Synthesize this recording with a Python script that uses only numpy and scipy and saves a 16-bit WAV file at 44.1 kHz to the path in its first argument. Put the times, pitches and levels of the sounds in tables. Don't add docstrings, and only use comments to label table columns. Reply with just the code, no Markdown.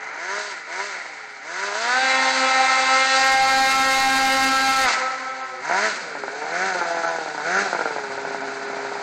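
import sys
import numpy as np
from scipy import signal
from scipy.io import wavfile
from scipy.ndimage import uniform_filter1d, minimum_filter1d

SR = 44100
rng = np.random.default_rng(int(sys.argv[2]) if len(sys.argv) > 2 else 0)


def voltage_ratio(level):
    return 10 ** (np.asarray(level, float) / 20)


def bounce(signal):
    frames = np.transpose(np.atleast_2d(signal))
    limited = np.clip(frames, -1, 1)
    pcm = np.round(limited * 32767).astype(np.int16)
    wavfile.write(sys.argv[1], SR, pcm)


N = 397782
SPLIT_HZ = 1120
LOAD_LAG_S, MIDDLE_HZ = 0.042, 200

# start_s, firing_rate_hz headed for, gas_noise_share (0-1)
LEVER = [(0, 156, .8), (.16, 248, .3), (.38, 202, .35), (.49, 75, .9), (.65, 257, .33), (.83, 212, .35),
         (.88, 126, .9), (1.41, 239, .33), (1.65, 210, .3), (1.73, 286, .3), (2.03, 262.4, .22),
         (2.85, 266.4, .1), (4.84, 116, .85), (5.61, 270, .27), (5.75, 273, .27), (5.87, 112, .85),
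         (6.28, 175, .6), (6.49, 228, .27), (6.67, 142, .3), (6.8, 163, .3), (7.16, 139, .5),
         (7.42, 249, .25), (7.62, 124, .75), (8.09, 135.3, .75)]
LOAD_DB = [-26, -26.5, -33, -29.5, -26.5, -33, -29.5, -25.5, -27, -29, -28, -27, -26.5, -20.5, -23, -28,
           -26.5, -20.5, -23.5, -24.5, -28.5, -18, -28, -27.5]
# start_s, peak_db, decay_t60_s
POPS = [(5.697, -6, 0.13), (5.71, -5, 0.11), (6.152, -9.5, 0.13), (6.173, -15, 0.054), (6.236, -8, 0.076),
        (6.28, -8.5, 0.058), (6.329, -14, 0.27), (6.417, -11.5, 0.47), (6.748, -5.5, 0.3),
        (6.789, -11, 0.27), (6.812, -4, 0.26), (6.85, -11.5, 0.22), (6.905, -13, 0.2), (6.946, -13, 0.15),
        (6.97, -11, 0.17), (7.035, -3.5, 0.2), (7.185, -8, 0.052), (7.212, -14, 0.095), (7.26, -11, 0.05),
        (7.279, -11.5, 0.049), (7.347, -10, 0.086), (7.378, -11.5, 0.33), (7.399, -8, 0.23),
        (7.656, -7, 0.15), (7.729, -4, 0.059), (7.748, -5.5, 0.12), (7.791, -5.5, 0.053),
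        (7.809, -4.5, 0.047), (7.856, -4, 0.11), (7.874, -7.5, 0.073), (7.907, -8, 0.05),
        (7.962, -6, 0.063), (7.983, -9.5, 0.045), (8.037, -11, 0.12), (8.099, -13.5, 0.39),
        (8.177, -9.5, 0.1), (8.25, -8.5, 0.034), (8.273, -10, 0.05), (8.308, -10, 0.04), (8.346, -9, 0.11),
        (8.405, -12, 0.41), (8.42, -16, 0.1), (8.473, -15.5, 0.05), (8.481, -12, 0.068), (8.553, -24, 0.11),
        (8.612, -14, 0.11), (8.65, -14, 0.071), (8.672, -13, 0.054), (8.699, -12.5, 0.073),
        (8.732, -13, 0.06), (8.767, -8, 0.062), (8.791, -16, 0.045), (8.83, -14, 0.075),
        (8.849, -12.5, 0.093), (8.916, -13, 0.079), (8.953, -13, 0.1)]
# time_s, away_share (0-1)
TURNING = [
    (0, 0.2),
    (5.5, 0.02),
    (6.1, 0.81),
    (9.1, 0.93),
]
# time_s, first_db, fifth_db, sixth_db, half_orders_db
ARC = [(1.9, -3, 0, 5.5, 9), (2.3, 0.5, -8, -4, 9), (2.6, -2.5, 1, -7, -3), (3.0, -4.5, -0.5, -5, 4),
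       (3.3, -11.5, -3.5, -0.5, -1.5), (3.6, -3, 2.5, 1.5, 0), (4.0, 1.5, -1.5, -1.5, 0.5),
       (4.3, 4, -2.5, 0, -1.5), (4.5, 8, 4.5, 2.5, -1.5), (4.8, -5.5, 2, 0, -4.5)]
# time_s, reduction_db
HELD = [(0, 0), (1.9, 0), (2.2, 1), (3.06, 1.5), (3.18, 7), (3.32, 9.5), (3.7, 11.5), (4.0, 12.5),
        (4.85, 12.5), (4.89, 3), (5.05, 0), (9.1, 0)]
# frequency_hz, level_db
ROAR = [(59, -67.5), (100, -56.5), (260, -23), (479, -22), (515, -12), (719, -19.5), (773, 0), (868, -12),
        (1030, -11.5), (1190, -14.5), (1280, -3), (1480, -2), (1650, -7.5), (2100, -2.5), (2300, -7),
        (2450, -15.5), (3200, -24), (4160, -68), (7040, -120)]


def engine():
    _, target_hz, noise_share = np.transpose(LEVER)
    hz = uniform_filter1d(lever(target_hz, 0.238, 143), size=2000)
    rough = lever(noise_share, LOAD_LAG_S, noise_share[0])
    opening_db = lever(LOAD_DB, LOAD_LAG_S, LOAD_DB[0])
    shutting_db = lever(LOAD_DB, 0.026, LOAD_DB[0])
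    load_db = np.minimum(opening_db, shutting_db)
    away = np.clip(curve(TURNING)[0], 0, 1)
    db_per_hz = 0.1624 - 0.0866 * away
    exhaust_db = load_db + db_per_hz * (hz - MIDDLE_HZ)
    turns = np.cumsum(hz * (1 + 0.0014 * wander(hz=10))) / SR
    throttle = np.clip((hz - 222) / 38, 0, 1)
    puff = np.exp(-(turns % 1) / 6.1)
    return (exhaust(turns, rough, throttle, away, puff, exhaust_db)
            + purr(turns, hz, throttle, away, exhaust_db)
            + hiss(hz, throttle, away, puff)
            + pops(hz))


def exhaust(turns, rough, throttle, away, puff, exhaust_db):
    low_note_db = [2.5, -2, 2, -3.5, 0, -9.5, 1.5, -3, 5, 0.1, 4, 1, 1, 7.5, 0.5, -3, 5, -2, 3, 8, 5, -3, 5,
                   5.5]
    high_note_db = [3, 3, 3, 3, 3, 3, 3, 0.1, 0.1, 0.1, 0.1, 0.1, 3, 3, 6.7, 0.1, 0.1, 3, 0.1, 0.1, 0.1,
                    0.1, 0.1, 0.1]
    pulses = exhaust_pulses(turns, rough, throttle, away)
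    gas = gas_noise(rough, throttle, away, puff)
    blend = voltage_ratio(exhaust_db) * (np.sqrt(1 - rough) * pulses + np.sqrt(rough) * gas)
    x = note(blend, [150, SPLIT_HZ], misses()) + abs(gusts()) * gas
    x = note(x, [650, 1050], lever(low_note_db, LOAD_LAG_S, low_note_db[0]))
    return note(x, [1780, 2340], lever(high_note_db, LOAD_LAG_S, high_note_db[0]))


def exhaust_pulses(turns, rough, throttle, away):
    # frequency_hz, gain_db
    facing = [(100, -7), (400, -3.5), (620, 5), (800, -18), (960, 12), (1400, -2.5), (3000, 3)]
    piped = tail_pipe(turns, rough)
    lumpy = steady((1 - away) * colour(piped, facing) + away * piped)
    return np.sqrt(throttle) * orders(turns) + np.sqrt(1 - throttle) * lumpy


def orders(turns):
    # multiple of the firing rate, level_db
    multiples = [(1, -7.5), (2, -1), (3, 10), (4, -1), (5, 6), (6, 4), (7, 2.5), (8, 3.5), (9, -3),
                 (10, -9.5), (11, -14), (12, -20), (13, -14), (14, -14.5), (15, -10), (16, -12.5),
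                 (17, -13.5), (18, -13), (19, -27.5), (20, -23.5), (21, -32), (22, -24.5), (23, -29),
                 (24, -16.5)]
    # frequency_hz, level_db
    half_response = [(100, -38), (400, -39.5), (660, -21.5), (930, -12.5), (1200, -32), (1500, -20),
                     (2000, -18), (2500, -55.5), (4000, -25.5), (6000, -29), (8600, -54.5), (11000, -90)]

    def swell():
        return abs(1 + 0.45 * (wander(hz=7) + 1j * wander(hz=7)))

    def partial(k):
        return np.cos(2 * np.pi * (k * turns + rng.random()))

    first_db, fifth_db, sixth_db, half_db = curve(ARC)
    turned_db = {1: first_db, 5: fifth_db, 6: sixth_db}
    whole = np.zeros(N)
    for k, db in multiples + [(k, -26.5) for k in range(25, 33)]:
        if k != 3:
            upper_db = 4.5 * (k > 9)
            whole += voltage_ratio(db + upper_db + turned_db.get(k, 0)) * swell() * partial(k)
    f, db = np.transpose(half_response)
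    half = np.zeros(N)
    for k in np.arange(12) + 0.5:
        half += voltage_ratio(np.interp(k * 265, f, db)) * partial(k)
    return evened(whole + voltage_ratio(half_db) * half * swell())


def tail_pipe(turns, rough):
    # frequency_hz, gain_db
    response = [(59, -87.5), (100, -55.5), (185, -26.5), (279, -12), (390, 3), (461, -4), (506, -9.5),
                (600, -8), (680, 8), (765, 6), (850, -3.5), (972, -5.5), (1110, -14), (1440, 6.5),
                (3390, -34), (6500, -17.5), (8600, -37.5), (11200, -62.5), (18900, -120)]
    low = butter(firings(turns, 0.65 * rough, 6), 4, SPLIT_HZ, "low")
    high = butter(firings(turns, rough, 14), 4, SPLIT_HZ, "high")
    return colour(low + smeared(high), response)


def firings(turns, rough, scatter):
    at = np.flatnonzero(np.diff(np.floor(turns)) > 0)
    late = (turns[at + 1] % 1) / (turns[at + 1] - turns[at])
    chance = rng.standard_normal((4000, 2))[:len(at)]
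    size = voltage_ratio(6.2 * (np.arange(len(at)) % 2) + 8.0 * rough[at] * chance[:, 0])
    place = at + 1 - late + scatter * rough[at] * chance[:, 1]
    whole = np.clip(place.astype(int), 0, N - 2)
    train = np.zeros(N)
    np.add.at(train, whole, size * (1 - place % 1))
    np.add.at(train, whole + 1, size * (place % 1))
    return train


def smeared(x):
    t = np.arange(2000) / SR
    taps = rng.choice([-1., 1.], len(t)) * (rng.random(len(t)) < 1200 / SR) * np.exp(-t / 0.0056)
    taps = voltage_ratio(5) * taps / np.linalg.norm(taps) + (t == 0)
    return signal.oaconvolve(x, taps / np.linalg.norm(taps))[:N]


def gas_noise(rough, throttle, away, puff):
    # frequency_hz, level_db
    roar_away = [(59, -73.5), (100, -42.5), (176, -13.5), (358, -11.5), (402, -7.5), (578, -7.5),
                 (678, -10), (947, -6.5), (1130, -12.5), (1440, 0), (1720, -8), (2330, -9), (3200, -45),
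                 (4160, -63), (7040, -120)]
    jet = (0.5 + puff) * rng.standard_normal(N)
    gas = (1 - away) * evened(colour(jet, ROAR)) + away * evened(colour(jet, roar_away))
    clear_db = -4 * np.clip(2 - 3 * rough, 0, 1) * (1 - throttle)
    return note(gas, [150, SPLIT_HZ], clear_db)


def misses():
    miss_s = 0.016
    train = np.zeros(N)
    train[((np.transpose(POPS)[0] - miss_s) * SR).astype(int)] = 1
    hole = np.hanning(int(miss_s * SR)) ** 0.5
    return -7 * np.minimum(signal.oaconvolve(train, hole)[:N], 1)


def gusts():
    s, db, _ = np.transpose(POPS)
    gust_s = 0.023
    train, t = np.zeros(N), np.arange(SR // 5) / SR
    train[(s * SR).astype(int)] = voltage_ratio(db - 31.5)
    return signal.oaconvolve(train, np.sqrt(t / gust_s) * np.exp(1 - 2 * t / gust_s))[:N]


def purr(turns, hz, throttle, away, exhaust_db):
    # pitch_hz, level_db
    pipe_mode = [(360, 7), (405, -1), (450, -6), (520, -13), (620, -25), (720, -10), (800, -9.5)]
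    # time_s, gain_db
    swing = [(1.9, 3), (2.4, -3.5), (2.65, 4), (3.1, -4), (3.45, 3.5), (3.85, -5), (4.25, 1), (4.5, -1.5),
             (4.7, 0.5), (4.9, -2.5)]

    def tone(k):
        return np.sin(2 * np.pi * k * turns)

    purr_db = exhaust_db + np.interp(3 * hz, *np.transpose(pipe_mode))
    purr_db += -15 * (1 - np.maximum(away, throttle))
    purr_db += 0.58 * curve(HELD)[0]
    purr_db += throttle * curve(swing)[0]
    third = voltage_ratio(purr_db + (1 + 1.8 * throttle) * wander(hz=9)) * np.sqrt(2) * tone(3)
    nearing_db = 1.5 * np.arange(N) / SR
    beat_db = exhaust_db - 33.5 + throttle * curve(ARC)[0] + nearing_db + 2.0 * wander(hz=1.4)
    beat = voltage_ratio(beat_db) * (tone(1) + voltage_ratio(0.5) * tone(2))
    coasting = away * np.clip((150 - hz) / 15, 0, 1)
    neighbours = voltage_ratio(-12) * tone(2) + voltage_ratio(-11) * tone(4)
    return third + beat + coasting * voltage_ratio(purr_db + 2.0 * wander(hz=4.9)) * neighbours


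def hiss(hz, throttle, away, puff):
    # frequency_hz, level_db
    spectrum = [(1470, -25), (2500, -1), (2660, 5), (2760, -2.5), (3390, -3.5), (4100, 3), (4910, 2),
                (5250, -4), (6520, -2.5), (8300, -9.5), (8800, -31), (11400, -80), (19400, -120)]
    lagged_db = lever(LOAD_DB, 0.035, LOAD_DB[0])
    level_db = -32.5 + 0.09 * (lagged_db - np.mean(LOAD_DB))
    level_db += -5.5 * away - 6.5 * throttle
    level_db += (0.2126 - 0.078 * away) * (hz - MIDDLE_HZ)
    level_db += 1.01 * (np.arange(N) - N / 2) / SR
    noise = evened(colour((2.0 + puff) * rng.standard_normal(N), spectrum))
    return voltage_ratio(level_db + 1.0 * wander(hz=25.0)) * noise


def pops(hz):
    # frequency_hz, gain_db
    ringing = [(60, -83), (200, -6), (420, 3.5), (750, 7), (950, 6), (1150, -9.5), (1450, 6.5), (2000, -31),
               (3000, -47), (8000, -40)]
    train, k = np.zeros(N + SR), np.arange(8)
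    chance = rng.standard_normal((len(POPS), 8))
    for (s, db, t60), luck in zip(POPS, chance):
        lag = k / hz[int(s * SR)]
        level_db = db - 60 * lag / max(t60, 0.02) - 3.5 * abs(luck) * (k > 0)
        level_db += -5 * (k == 0) * (t60 > 0.13)
        train[((s + 0.0005 + lag) * SR).astype(int)] += voltage_ratio(level_db)
    unit = np.abs(colour(np.eye(1, 2048)[0], ringing)).max()
    s, db, _ = np.transpose(POPS)
    ring_db = 1.42 * (np.interp(np.arange(N) / SR, s, db) + 9)
    return note(colour(train[:N], ringing), [1200, 1750], ring_db) / unit * voltage_ratio(-6.5)


def track_thud():
    # time_s, level_db
    thud = [(0, -69), (1.2, -66), (4.8, -63), (5.4, -61.5), (6.0, -58), (6.7, -59), (7.3, -56), (7.8, -54),
            (8.3, -49), (9.1, -61)]
    low = butter(rng.standard_normal(N), 2, [85, 200], "band")
    return voltage_ratio(curve(thud)[0] - 1.0) * evened(low)


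def trees(x):
    # delay_s, level_db
    echo = [(.06, -1.5), (0.198, -5), (.28, -11), (.4, -19.5), (.55, -17.5), (0.731, -11.5), (0.79, -31),
            (1.201, -68.5)]
    # frequency_hz, gain_db
    echo_colour = [(100, -13), (300, -7), (530, 4), (800, -3), (1050, 2), (1300, -3.5), (1600, -4.5),
                   (2100, -14), (3000, -11.5), (8000, -10.5)]
    t = np.arange(N) / SR
    receding = np.interp(t - 0.016 * (t - 3.5) + 0.0002 * wander(hz=4), t, x)
    delay, db = np.transpose(echo)
    lag = np.arange(int(1.2 * SR)) / SR
    taps = rng.choice([-1., 1.], len(lag)) * (rng.random(len(lag)) < 1500 / SR)
    taps = taps / np.linalg.norm(taps) * voltage_ratio(np.interp(lag, delay, db, left=-90))
    scattered = colour(signal.fftconvolve(receding, taps)[:N], echo_colour)
    return voltage_ratio(-4.5 - 3.5 * curve(TURNING)[0] + wander(hz=5.6)) * scattered


def air_noise():
    return voltage_ratio(-72.5) * evened(colour(rng.standard_normal(N), ROAR))


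def lever(values, lag_s, start):
    moves_s = [row[0] for row in LEVER]
    step = np.asarray(values, float)[np.searchsorted(moves_s, np.arange(N) / SR, "right") - 1]
    keep = np.exp(-1 / (lag_s * SR))
    return start + signal.lfilter([1 - keep], [1, -keep], step - start)


def curve(points):
    s, *columns = np.transpose(points)
    return [np.interp(np.arange(N) / SR, s, c) for c in columns]


def wander(hz):
    sos = signal.butter(2, hz, fs=SR / 100, output="sos")
    slow = signal.sosfilt(sos, rng.standard_normal(N // 100 + 400))[399:]
    return np.interp(np.arange(N) / 100, np.arange(len(slow)), evened(slow))


def evened(x):
    return x / np.sqrt(np.mean(x ** 2) + 1e-20)


def steady(x):
    return x / np.sqrt(abs(uniform_filter1d(x ** 2, size=6000)) + 1e-12)


def butter(x, order, hz, kind):
    return signal.sosfilt(signal.butter(order, hz, kind, fs=SR, output="sos"), x)


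def note(x, band_hz, db):
    sos = signal.butter(2, band_hz, "band", fs=SR, output="sos")
    return x + (voltage_ratio(db) - 1) * signal.sosfiltfilt(sos, x)


def colour(x, points):
    f, db = np.transpose(points)
    hz = abs(np.fft.fftfreq(8192, 1 / SR))
    gain_db = np.interp(np.log(hz + 1), np.log(f + 1), db)
    log_gain = np.log(voltage_ratio(np.maximum(gain_db, -100)))
    taps = np.fft.ifft(np.exp(log_gain - 1j * signal.hilbert(log_gain).imag)).real[:4096]
    return signal.oaconvolve(x, taps)[:len(x)]


def masked(x):
    # frequency_hz, level_db
    threshold = [(20, -50), (130, -48), (250, -70), (3000, -60), (5500, -38.5), (8200, -42), (8900, -39),
                 (9500, -50.5), (12000, -53.5), (16000, -55.5)]
    hz, _, z = signal.stft(x, SR, nperseg=1024)
    power = abs(z) ** 2
    f, db = np.transpose(threshold)
    threshold_db = np.interp(np.log(hz + 1), np.log(f + 1), db)
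    floor = minimum_filter1d(power.sum(0), size=5) * voltage_ratio(2 * threshold_db)[:, None]
    local = uniform_filter1d(uniform_filter1d(power, size=3, axis=0), size=2, axis=1)
    return signal.istft(z * (local > floor), SR, nperseg=1024)[1][:N]


def scene():
    sled = engine() * voltage_ratio(curve(HELD)[0])
    return (sled + track_thud() + trees(sled) + air_noise())[None]


def band_limit(x):
    return signal.sosfilt(signal.butter(12, 15700, fs=SR, output="sos"), x)


def record(dry):
    edge = signal.firwin(401, 8650, window=("kaiser", 9), fs=SR)
    x = signal.oaconvolve(dry, edge[None], "same")
    x = butter(x, 3, 150, "high")
    peaks = np.clip(x - 0.17, 0, 0.15)
    bent = butter(peaks, 2, [12, 200], "band")
    held = curve(HELD)[0]
    full = np.clip((held - 4) / 6, 0, 1)
    x = (1 - full) * x + full * voltage_ratio(held - 15.5) * steady(x)
    x = np.clip(x, -voltage_ratio(-4.2), voltage_ratio(-2.5))
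    x = (x + voltage_ratio(-13.0) * np.clip(held, 0.4, 1) * bent) / voltage_ratio(held)
    return band_limit(masked(x[0])[None])


dry = scene()
out = record(dry)
bounce(out)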